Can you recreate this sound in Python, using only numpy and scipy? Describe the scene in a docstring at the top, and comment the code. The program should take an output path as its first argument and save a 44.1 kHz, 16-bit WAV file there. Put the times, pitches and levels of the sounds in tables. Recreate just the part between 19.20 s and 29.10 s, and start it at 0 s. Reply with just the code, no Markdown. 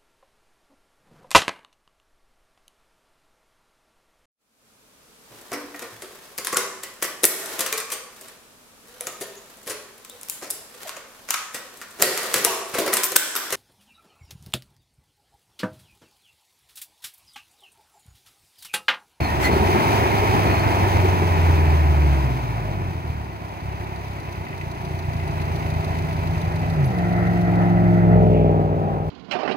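"""A turbocharged four-cylinder engine is revved close to a phone and sinks back to idle.
Its firings chug and the air it sucks in roars; at idle it thumps unevenly and its valves tick.
A V8 car drives up, shifts up a gear and passes. Its firings boom and rasp in the exhaust, and the
pitch drops as it goes by (the Doppler effect). The phone's two microphones hear each sound
slightly apart, and the surroundings add a short echo."""
import sys
import numpy as np
from scipy import signal
from scipy.fft import rfft, irfft, next_fast_len
from scipy.io import wavfile
from scipy.ndimage import uniform_filter1d

SR = 44100
rng = np.random.default_rng(int(sys.argv[2]) if len(sys.argv) > 2 else 0)


def to_wav(s):
    """Save 16-bit WAV."""
    ch = np.atleast_2d(s).T  # columns
    pcm = np.round(np.clip(ch, -1, 1) * 32767)  # PCM
    wavfile.write(sys.argv[1], SR, pcm.astype(np.int16))


N = 436590
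T = np.arange(N) / SR


def undb(db):
    return 10 ** (np.asarray(db) / 20)


def curve(table, at=T):
    """Join a table's points with straight lines and read off the values."""
    return np.interp(at, *np.transpose(table))


def unit(x):
    """Scale a signal to an average power of 1."""
    return x / np.sqrt(np.mean(x ** 2))


def noise():
    return rng.standard_normal(N)


def wander(rate):
    """A smooth random drift of about 1 either way, with `rate` new values a second."""
    hold = int(SR / rate)
    steps = np.repeat(noise()[:N // hold + 1], hold)
    return 1.43 * uniform_filter1d(uniform_filter1d(steps, hold), hold)[:N]


def swell(at, length):
    """A bell-shaped rise and fall around a moment."""
    return np.exp(-.5 * ((T - at) / length) ** 2)


def gate(start, rise, end, fall):
    """Rise from 0 to 1 at `start`, hold, and fall from `end`; all in seconds."""
    return np.clip((T - start) / rise, 0, 1) * np.clip(1 - (T - end) / fall, 0, 1)


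def colour(x, points, size=16384):
    """Give a sound a tone colour: which frequencies are strong or weak. It comes out at power 1."""
    hz, db = np.transpose(points)
    f = np.maximum(np.fft.rfftfreq(size, 1 / SR), 1)
    octaves_outside = np.abs(np.log2(f / np.clip(f, hz[0], hz[-1])))
    gain = undb(np.interp(np.log(f), np.log(hz), db) - 20 * octaves_outside)
    cepstrum = irfft(np.log(gain))  # lets the filter ring after a pulse, never before
    response = irfft(np.exp(rfft(2 * cepstrum[:size // 2], size)))
    return unit(signal.fftconvolve(x, response)[:N])


def pulses(cycle_hz, sizes_db, scatter_db, jitter, places=None):
    """Pulses in every engine cycle, evenly spaced or at `places`, each a bit off in size and time."""
    if places is None:
        places = np.arange(len(sizes_db)) / len(sizes_db)
    cycles = np.cumsum(cycle_hz) / SR
    chance = rng.standard_normal((300, len(places), 2))
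    when = np.arange(len(chance))[:, None] + places + jitter * chance[..., 0]
    heard = (when > 0) & (when < cycles[-1])
    samples = np.interp(when[heard], cycles, np.arange(N) - 1.).astype(int).clip(0)
    sizes = undb(np.asarray(sizes_db) + scatter_db * chance[..., 1])[heard]
    return unit(np.bincount(samples, sizes, N) / np.sqrt(cycle_hz))


def smear(x, fade_s, wet):
    """Close reflections spread each pulse in time but keep its colour."""
    t = T[:SR // 4]
    tail = rng.standard_normal(len(t)) * undb(-60 * t / fade_s)
    response = 1 + wet * rfft(tail / np.linalg.norm(tail), 2 * N)
    return irfft(rfft(x, 2 * N) * response / np.abs(response))[:N]


def echo(x, fade_s):
    """Reflections from the surroundings, different on the left and right."""
    t = T[:SR // 2]
    tails = rng.standard_normal((2, len(t))) * undb(-60 * t / fade_s)
    return np.array([signal.fftconvolve(x, tail / np.linalg.norm(tail))[:N] for tail in tails])


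# Long waves bend round the phone. Each row: frequency in Hz, multiple of the treble's delay.
DELAY_BEND = [(60, 1.6), (170, 1.45), (350, .95), (650, .6), (1000, 1)]
def stereo(x, treble_delay=20, pad=2048):
    """The left microphone hears a sound a few samples after the right one."""
    padded = np.pad(x, (pad, next_fast_len(N + 2 * pad) - N - pad), mode="reflect")
    f = np.fft.rfftfreq(len(padded), 1 / SR)
    delay = treble_delay * curve(DELAY_BEND, f)
    left = irfft(rfft(padded) * np.exp(-2j * np.pi * f * delay / SR), len(padded))
    return np.array([left[pad:pad + N], x])


# A quick rev, a long run-down, then idle. Each row: time in seconds, firings per second.
ENGINE_SPEED = [(0, 73), (.26, 68.5), (.52, 95.5), (.8, 103), (1.4, 98.4), (2, 90.1), (2.93, 70.8),
                (3.58, 47), (4.12, 32.7), (4.5, 34), (5, 33), (5.5, 29.5), (5.9, 28.06), (9.9, 28.06)]
FIRING_HZ = curve(ENGINE_SPEED)
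CYCLE_HZ = FIRING_HZ / 4  # all four cylinders fire once in a cycle
SPEED_OCTAVES = np.log2(FIRING_HZ / 100)
THROTTLE_OPEN = gate(.19, .035, 1.77, 1.45)
COASTING = gate(.34, 2.57, 3.9, .5)
IDLING = gate(2.99, 2.1, 9.3, 1.4)
def cycles_since(moment):
    """Count the near engine's cycles from a moment in seconds."""
    cycles = np.cumsum(CYCLE_HZ) / SR
    return cycles - np.interp(moment, T, cycles)


# The near engine's loudness. Each row: time in seconds, change in dB.
NEAR_LOUDNESS = [(0, 3.5), (1, 0.5), (3.7, -1.5), (4.5, 1), (5.2, 1.5), (6.4, 7), (7.5, 5.5), (8.3, 3),
                 (9.5, -3.5)]
def near_db():
    """The chug, rushing air and ticking grow louder and softer together."""
    return curve(NEAR_LOUDNESS)


# How strongly the air box rings. Each row: firings per second, relative level in dB.
AIR_BOX_RING = [(38, -51), (48, -29), (60, -32), (66.5, -16.5), (73, -10), (82, -12.5), (89, -16),
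                (102, -31)]
def air_box_boom():
    """The air filter's box booms as the revs fall through the note it likes to ring at."""
    shut = np.clip((.47 - T) / .12, 0, 1)  # weak until the throttle has opened
    phase = np.cumsum(FIRING_HZ) / SR + .016 * wander(43)
    db = curve(AIR_BOX_RING, FIRING_HZ) - 21 * shut - 6.5 + .5 * wander(58)
    return np.sqrt(2) * np.cos(2 * np.pi * phase) * undb(db)


# Hard and missed firings. Each row: time in seconds, change in dB.
STUMBLES = [(3.59, 0), (3.72, -7), (3.81, -11.5), (3.89, 1.5), (4.11, -4), (4.17, -12.5), (4.28, -7),
            (4.39, -8.5), (4.42, 5), (4.45, 3.5), (4.485, 3.5), (4.6, 0.5), (4.72, 1.5), (4.83, -5.5),
            (5.02, -11), (5.125, -8), (5.19, 5), (5.255, -19.5), (5.37, -5.5), (5.47, 3.5), (5.545, -9),
            (5.575, 5.5), (5.82, -11), (5.89, -0.5), (6, -11), (6.155, -8.5), (6.243, 0), (6.425, -7.5),
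            (6.457, 3), (6.567, 1), (6.635, -17), (6.71, 1.5), (6.87, -8), (7.03, 2.5), (7.1, -1),
            (7.135, 6), (7.2, -5.5), (7.45, 3.5)]
def stumble_db():
    """A slow engine fires unevenly, so its level jumps and dips."""
    return sum(db * swell(at, .014) for at, db in STUMBLES)


# The colour of the firings. Each row: frequency in Hz, level in dB.
CHUG_COLOUR = [(20, -19.5), (42, -8), (58, -5), (85, 3), (130, 4), (165, -12.5), (200, -13.5), (300, -14),
               (380, -23.5), (520, -63), (1200, -22)]
def chug(firings):
    """Firings shake the engine block, most of all while it slows down."""
    db = -30 + 2 * SPEED_OCTAVES + 6 * COASTING - 10.5 * IDLING + near_db() + stumble_db()
    return colour(firings + .55 * noise(), CHUG_COLOUR) * undb(db)


# The colours of the intake's roar and hiss. Each row: frequency in Hz, level in dB.
ROAR_COLOUR = [(35, -11.5), (70, 8.5), (200, 0.5), (280, -0.5), (370, 5), (500, -6.5), (670, 1), (780, 1),
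               (980, 4), (1120, -4.5), (1650, -10), (2050, -8.5), (2550, -8.5), (3300, -29.5)]
HISS_COLOUR = [(2500, -46.5), (2910, -19.5), (3060, -13), (3140, -17.5), (4310, -21), (5230, -22.5),
               (5360, -26), (5640, -24.5), (6370, -23), (6520, -31.5), (6850, -28.5), (9170, -32),
               (12300, -28.5), (15700, -31)]
def rushing_air(points, throb, clatter, spread, flicker_db):
    """Air throbs as the cylinders suck it in, mixed with valve clatter that repeats every cycle."""
    cycles = np.cumsum(CYCLE_HZ) / SR
    suction = 1 + throb * sum(np.cos(2 * np.pi * k * cycles + k * k) for k in (1, 3, 4, 7, 8)) / 2
    places = (np.arange(64) + rng.random(64)) / 64
    valves = pulses(CYCLE_HZ, 2 * rng.standard_normal(64), scatter_db=2, jitter=.0004, places=places)
    direct = stereo(colour(suction * noise() + clatter * smear(valves, fade_s=.03, wet=.94), points))
    scattered = np.array([colour(suction * noise(), points) for _ in range(2)])
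    return unit(direct + spread * scattered) * undb(flicker_db * wander(25))


# The four cylinders. Each entry: strength of one firing in dB.
FIRING_STRENGTHS = [-2.5, 2.5, -0.5, 1.5]
# The colour of the intake's bark. Each row: frequency in Hz, level in dB.
BARK_COLOUR = [(110, -7), (170, -2.5), (250, -11), (360, 4), (430, 0.5), (520, -11), (640, -15), (900, -1),
               (1500, -20.5)]
def four_cylinder():
    """Boom, chug, bark, roar and hiss all follow one turning crankshaft."""
    boom = air_box_boom()
    firings = pulses(CYCLE_HZ, FIRING_STRENGTHS, scatter_db=1.6, jitter=.003)
    lows = (boom + chug(firings)) * undb(-7.5 * swell(.66, .097))  # a brief dip near top speed
    bark = colour(firings + .85 * noise(), BARK_COLOUR) * THROTTLE_OPEN * undb(-30.5)
    # With the throttle open, the low sounds surge once a cycle and sputter at random.
    surge = 1 + .65 * THROTTLE_OPEN * np.cos(2 * np.pi * cycles_since(1.143)) * (1 - COASTING / 2)
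    sputter = undb(2 * THROTTLE_OPEN ** 2 * wander(30.13))
    roar = rushing_air(ROAR_COLOUR, throb=.12, clatter=.59, spread=.65, flicker_db=.5) * undb(-22)
    hiss = rushing_air(HISS_COLOUR, throb=.15, clatter=.19, spread=1, flicker_db=.66) * undb(-39.5)
    air_db = 8.5 * SPEED_OCTAVES + 2 * THROTTLE_OPEN + near_db()
    return stereo((lows + bark) * surge * sputter) + (roar + hiss) * undb(air_db)


# Short intake whistles. Each row: time of the peak in seconds, half-length in seconds,
# pitch in Hz, slide in Hz per second, level in dB.
SQUEAKS = [(0.053, 0.025, 4260, -1200, -42), (0.105, 0.013, 1850, 0, -33), (0.256, 0.011, 4270, -400, -33),
           (0.263, 0.019, 2020, -1, -25), (0.33, 0.018, 4300, 2000, -42), (1.366, 0.083, 4300, 1, -46),
           (3.498, 0.04, 630, 1, -35.5)]
def throttle():
    """Air gulps past the opening throttle plate and squeaks raspily on its edge."""
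    gulp_colour = [(1500, 9), (2100, 6), (3000, -2), (4500, -6), (8000, -10), (15000, -12)]
    gulp = np.array([colour(noise(), gulp_colour) for _ in range(2)])
    squeaks = 0
    for at, length, hz, slide, db in SQUEAKS:
        phase = np.cumsum(hz + slide * (T - at)) / SR + .08 * wander(300)
        raspy_tone = unit(np.sin(2 * np.pi * phase) * (1 + .45 * wander(400)))
        squeaks += raspy_tone * swell(at, length) * undb(db)
    return gulp * swell(.25, .026) * undb(-25.5) + stereo(squeaks)


# The coughs. Each row: time of the peak in seconds, half-length in seconds, level in dB.
COUGH_TIMES = [(0.296, .009, -19), (0.33, 0.01, -16), (0.358, 0.013, -19), (0.429, 0.012, -18),
               (0.496, 0.0083, -20), (0.562, 0.014, -19), (0.615, 0.017, -23), (0.942, .009, -20),
               (1.036, 0.0074, -19.5), (1.147, 0.0059, -17.5), (1.191, 0.016, -22), (1.267, 0.0097, -16.5),
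               (1.858, .01, -23.5), (2.025, 0.012, -21)]
# Their colour. Each row: frequency in Hz, level in dB.
COUGH_COLOUR = [(70, -2.5), (110, -6), (190, 1), (260, -6.5), (360, 1.5), (430, 0), (520, -16),
                (640, -13.5), (900, -5.5), (1500, -25)]
def coughs():
    """The intake gives short, rough barks while the throttle is open."""
    bursts = sum(swell(at, length) * undb(db) for at, length, db in COUGH_TIMES)
    return stereo(colour(noise(), COUGH_COLOUR) * bursts)


# Notes the air duct rings at. Each row: pitch in Hz, width in Hz, relative level in dB.
DUCT_NOTES = [(115, 17, -31), (143, 39, -23.5), (355, 170, -32)]
def coasting_tones():
    """The slowing engine's overtones fall, each swelling as it crosses a note of the duct."""
    cycles = np.cumsum(CYCLE_HZ) / SR
    tones = 0
    for k in (7, 8, 9, 11, 14, 16, 19):
        ring = sum(undb(db) / (1 + (2 * (k * CYCLE_HZ - hz) / width) ** 2)
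                   for hz, width, db in DUCT_NOTES)
        tones += ring * np.sin(2 * np.pi * k * (cycles + .0083 * wander(16)))
    return stereo(np.sqrt(2) * tones * undb(13.5 * SPEED_OCTAVES) * COASTING)


# The valve ticks. Each row: place in the cycle from 0 to 1, relative level in dB.
VALVE_PATTERN = [(0, 1.5), (.25, -1.5), (.42, -8), (.52, -7.5), (.75, -6), (.89, -7)]
# Their colour. Each row: frequency in Hz, level in dB.
VALVE_COLOUR = [(2800, -12.5), (3600, 1.5), (4180, 6.5), (4420, -0.5), (4680, 6.5), (5400, -11),
                (6000, 2.5), (6400, -4), (7200, -14), (10000, -6), (12000, -11.5), (15500, -13)]
def valve_ticks():
    """Valves snap shut in the same pattern every cycle, each with a short, bright rattle."""
    places, sizes_db = np.transpose(VALVE_PATTERN)
    offset = -cycles_since(6.358)[0] % 1  # puts a strong tick at this moment
    snaps = pulses(CYCLE_HZ, sizes_db, scatter_db=1.2, jitter=.006, places=places + offset)
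    t = T[:SR // 10]
    tick_shape = np.exp(-t / .0069) * (1 - np.exp(-t / .002))
    envelope = unit(signal.fftconvolve(snaps, tick_shape)[:N])
    rattle = np.array([colour(envelope * noise(), VALVE_COLOUR) for _ in range(2)])
    return rattle * gate(2.93, 2, 7.7, 1.7) * undb(-57.5 + near_db())


# The four firings at idle. Each entry: strength in dB.
THUMP_STRENGTHS = [1.6, -1, 0.75, 0.081]
# Their colour. Each row: frequency in Hz, level in dB.
THUMP_COLOUR = [(25, -32), (55, -10), (86, 1.5), (115, -1.5), (160, -7), (220, -24), (300, -42)]
# Their loudness. Each row: time in seconds, level in dB.
THUMP_LOUDNESS = [(3.2, -25), (3.6, -26.5), (3.95, -27.5), (4.15, -31.5), (4.6, -30), (5.3, -30),
                  (5.7, -29), (5.9, -24.5), (7.4, -25.5), (9.5, -36.5)]
def idle_thumps():
    """At idle the uneven firings thump through the engine block."""
    places = np.arange(4) / 4 + -cycles_since(6.308)[0] % 1 - 1  # a cycle starts at this moment
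    firings = pulses(CYCLE_HZ, THUMP_STRENGTHS, scatter_db=1.3, jitter=.003, places=places)
    thumps = colour(firings * undb(stumble_db()), THUMP_COLOUR)
    return stereo(thumps * undb(curve(THUMP_LOUDNESS)) * gate(2.99, .5, T[-1], 1))


# The ring of the valve cover. Each row: frequency in Hz, level in dB.
COVER_COLOUR = [(560, -18.5), (685, 1.5), (800, -18.5), (1500, -27.5), (1870, 8.5), (2015, 15),
                (2150, -0.5), (2280, 7), (2450, 8), (2620, 4), (3400, -11.5), (4400, -24), (8000, -25)]
def cover_clatter():
    """Fuel injectors and valve gear tap the engine's cover eight times a cycle."""
    taps = echo(pulses(CYCLE_HZ, np.zeros(8), scatter_db=4, jitter=.016), fade_s=.04)
    ringing = np.array([colour(side, COVER_COLOUR) for side in taps])
    return ringing * IDLING * undb(-51 + near_db())


# The whining tones. Each row: pitch in Hz, level in dB.
BELT_TONES = [(677, -44.5), (925, -46.5)]
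def belt_whine():
    """Parts driven by the belt sing two thin, wavering tones."""
    tones = 0
    for hz, db in BELT_TONES:
        phase = np.cumsum(hz * (1 + .00695 * wander(30))) / SR
        tones += np.sin(2 * np.pi * phase) * undb(db + 1.5 * wander(13))
    return stereo(np.sqrt(2) * tones * gate(5.31, .35, 7, .9))


SPEED_M_S, PASSES_AT_S, CLOSEST_M = 19.8, 9.15, 5.1
def v8_path():
    """The V8's distance in metres and its direction: 0 coming, 1 alongside, 2 going."""
    along = SPEED_M_S * (T - PASSES_AT_S)
    return np.hypot(along, CLOSEST_M), 1 + np.arctan(along / CLOSEST_M) * 2 / np.pi


SHIFT_AT_S, SHIFT_LENGTH_S = 7.49, .3
def upshift():
    """The gear change: 0 in low gear, easing to 1 in high gear."""
    return .5 - .5 * np.cos(np.pi * np.clip((T - SHIFT_AT_S) / SHIFT_LENGTH_S, 0, 1))


def v8_cycle_hz():
    """Cycles per second as heard: they climb, fall at the gear change and drop as the car passes."""
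    low_gear_hz, high_gear_hz = 30.5 + 1.5 * (T - SHIFT_AT_S), 20.66
    closing_speed = SPEED_M_S * np.cos(v8_path()[1] * np.pi / 2)
    return (low_gear_hz + (high_gear_hz - low_gear_hz) * upshift()) / (1 - closing_speed / 343)


# Where the V8 sends each sound. Each row: level in dB ahead, diagonally ahead, alongside and behind
# (all at the closest distance), then the metres beyond which the sound is partly blocked.
V8_DIRECTIONS = { "boom": (-8, -13, -17, -17.5, 63.5), "rasp": (-17.5, -28.5, -36, -33.5, 53.5),
                 "tones": (-22, -26.5, -28.5, -37, 65), "growl": (-44.5, -18, -18.5, -21.5, 13.5),
                 "gas": (-80.5, -58, -43, -64, 10), "tyres": (-16, -27, -30, -24, 31.5),
                 "whirr": (-21, -39, -62, -77, 23), "rumble": (-26, -33.5, -38.5, -27, 17.5), }
def v8_gain(part):
    """A sound's strength depends on which way the car faces and how far off it is."""
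    *aim_db, blocked_m = V8_DIRECTIONS[part]
    distance, direction = v8_path()
    db = np.interp(direction, (0, .6, 1, 2), aim_db) - .6 * np.maximum(distance - blocked_m, 0)
    return undb(db) * CLOSEST_M / distance


# The V8's two rows of cylinders take uneven turns. Each entry: strength of one firing in dB.
V8_FIRINGS = [12.5, -25.5, -43.5, 14.5, -11.5, 7, 13, -23.5]
# The colours of the moving car. Each row: frequency in Hz, level in dB.
SILENCER_COLOUR = [(30, -25.5), (60, -14), (85, -2), (108, 2), (140, -1), (175, 3), (205, -3.5),
                   (300, -31.5)]
RASP_COLOUR = [(150, -40.5), (215, -0.5), (275, 1), (315, -12.5), (352, 2), (405, -4), (455, -1.5),
               (510, -27), (600, -0.5), (690, -4.5), (830, -6.5), (1000, -26), (2800, -45), (6000, -68.5)]
TYRE_COLOUR = [(40, -10), (80, -41), (200, 18.5), (500, 4), (750, 16), (1100, 4), (1600, -5.5),
               (2300, -21.5), (3200, -20), (8000, -59.5)]
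RUMBLE_COLOUR = [(28, -22), (55, 2), (90, -10), (150, -8)]
def passing_v8():
    """Firings boom in the silencer and rasp at the tailpipe, over rolling tyres and a low rumble."""
    firings = pulses(v8_cycle_hz(), V8_FIRINGS, scatter_db=.8, jitter=.0017)
    boom = colour(firings, SILENCER_COLOUR) * v8_gain("boom")
    rasp = colour(smear(firings, fade_s=.17, wet=1), RASP_COLOUR) * v8_gain("rasp")
    tyres = colour(noise(), TYRE_COLOUR) * v8_gain("tyres") * undb(2 * wander(8.9))
    rumble = colour(noise(), RUMBLE_COLOUR) * v8_gain("rumble")
    pan_db = np.clip((T - 9) / .71, 0, 1)  # it leaves to the left
    direct = stereo(boom + rasp + tyres + rumble) * undb([pan_db, -pan_db])
    return direct + echo(.12 * boom + .3 * rasp + .6 * tyres, fade_s=.25)


# Overtones in the V8's pipes. Each row: multiple of the cycle rate, relative level in dB in low gear,
# then three such levels in high gear: far ahead, drawing near and almost alongside.
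PIPE_OVERTONES = [(6, -7, -14, -14, -14), (7, -20, -4, -9, -2), (8, -17, -20, -20, -20),
                  (10, -20, -14, -7, -7), (11, -6, -20, -20, -20), (13, -8, -5, -8, -25),
                  (14, -16, -7, -9, -11), (16, -20, -5, 2, -10), (17, -25, -22, -20, -6),
                  (21, -14, -2, -16, -20), (26, -25, -18, -20, -7), (27, -25, -14, -10, -20),
                  (29, -25, -12, -6, -5), (32, -25, -2, -20, -25), (34, -20, -5, -8, -8),
                  (37, -25, -8, -10, -9)]
def pipe_tones():
    """Exhaust overtones ring and waver, different ones in each gear; one whoops down in the shift."""
    cycles, gear = np.cumsum(v8_cycle_hz()) / SR, upshift()
    direction, wobble = v8_path()[1], .002 * wander(22)
    tones = 0
    for k, low_db, *high_levels in PIPE_OVERTONES:
        high_db = np.interp(direction, (.2, .33, .62), high_levels)
        db = low_db + (high_db - low_db) * gear + 1.6 * wander(4) + 1.6 * wander(25)
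        tones += undb(db) * np.sin(2 * np.pi * (k * (cycles + wobble) + rng.random()))
    whoop = np.sin(2 * np.pi * 5 * cycles) * swell(7.635, .048) * undb(-18.5)
    return stereo(np.sqrt(2) * (tones * v8_gain("tones") + whoop))


# The colour of the tick. Each row: frequency in Hz, level in dB.
HIGH_TICK_COLOUR = [(8000, -19), (8800, -6), (9500, -12), (10800, 3), (12000, -3), (13500, -18)]
def high_tick():
    """One small, bright tick sounds as the V8 changes gear."""
    return stereo(colour(noise(), HIGH_TICK_COLOUR) * swell(7.662, .007) * undb(-47))


# The colours of the V8 up close. Each row: frequency in Hz, level in dB.
WHIRR_COLOUR = [(900, -26), (1350, 2), (1650, -6), (2000, 5), (2400, -22), (3200, -29)]
GROWL_COLOUR = [(40, -11), (62, 4), (105, -7.5), (165, -6.5), (228, 1), (269, 3.5), (331, -1.5), (393, 3.5),
                (435, 9), (460, 4), (497, -6.5), (545, -0.5), (600, 1), (662, -4), (740, -2), (828, -9.5),
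                (900, -11.5), (1000, -22), (1400, -38), (2700, -51), (5000, -67)]
GAS_COLOUR = [(1700, -15.5), (2200, -2.5), (2600, 1), (2900, -7), (3300, -2.5), (3800, -22.5), (5500, -34)]
def v8_up_close():
    """The engine bay whirrs as the car nears; alongside, the tailpipe growls and its gas hisses."""
    whirr = np.array([colour(noise(), WHIRR_COLOUR) for _ in range(2)]) * undb(2.6 * wander(30))
    firings = pulses(v8_cycle_hz(), V8_FIRINGS, scatter_db=1.5, jitter=.0016)
    growl = colour(firings, GROWL_COLOUR) * v8_gain("growl")
    gas = colour(noise(), GAS_COLOUR) * v8_gain("gas")
    return whirr * v8_gain("whirr") + stereo(growl + gas)


def scene():
    """Add up the near engine, the passing car and the tick."""
    near = four_cylinder() + coughs() + coasting_tones() + idle_thumps() + cover_clatter()
    near += valve_ticks() + belt_whine() + throttle()
    return near + passing_v8() + pipe_tones() + v8_up_close() + high_tick()


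def record(dry):
    """Fade both ends softly and cut the highest treble."""
    fade_s, top_hz = .006, 15800
    fade = np.sin(np.pi / 2 * np.clip(np.minimum(T, T[-1] - T) / fade_s, 0, 1)) ** 2
    return signal.sosfilt(signal.ellip(10, .2, 70, top_hz, fs=SR, output="sos"), dry * fade)


dry = scene()
out = record(dry)
to_wav(out)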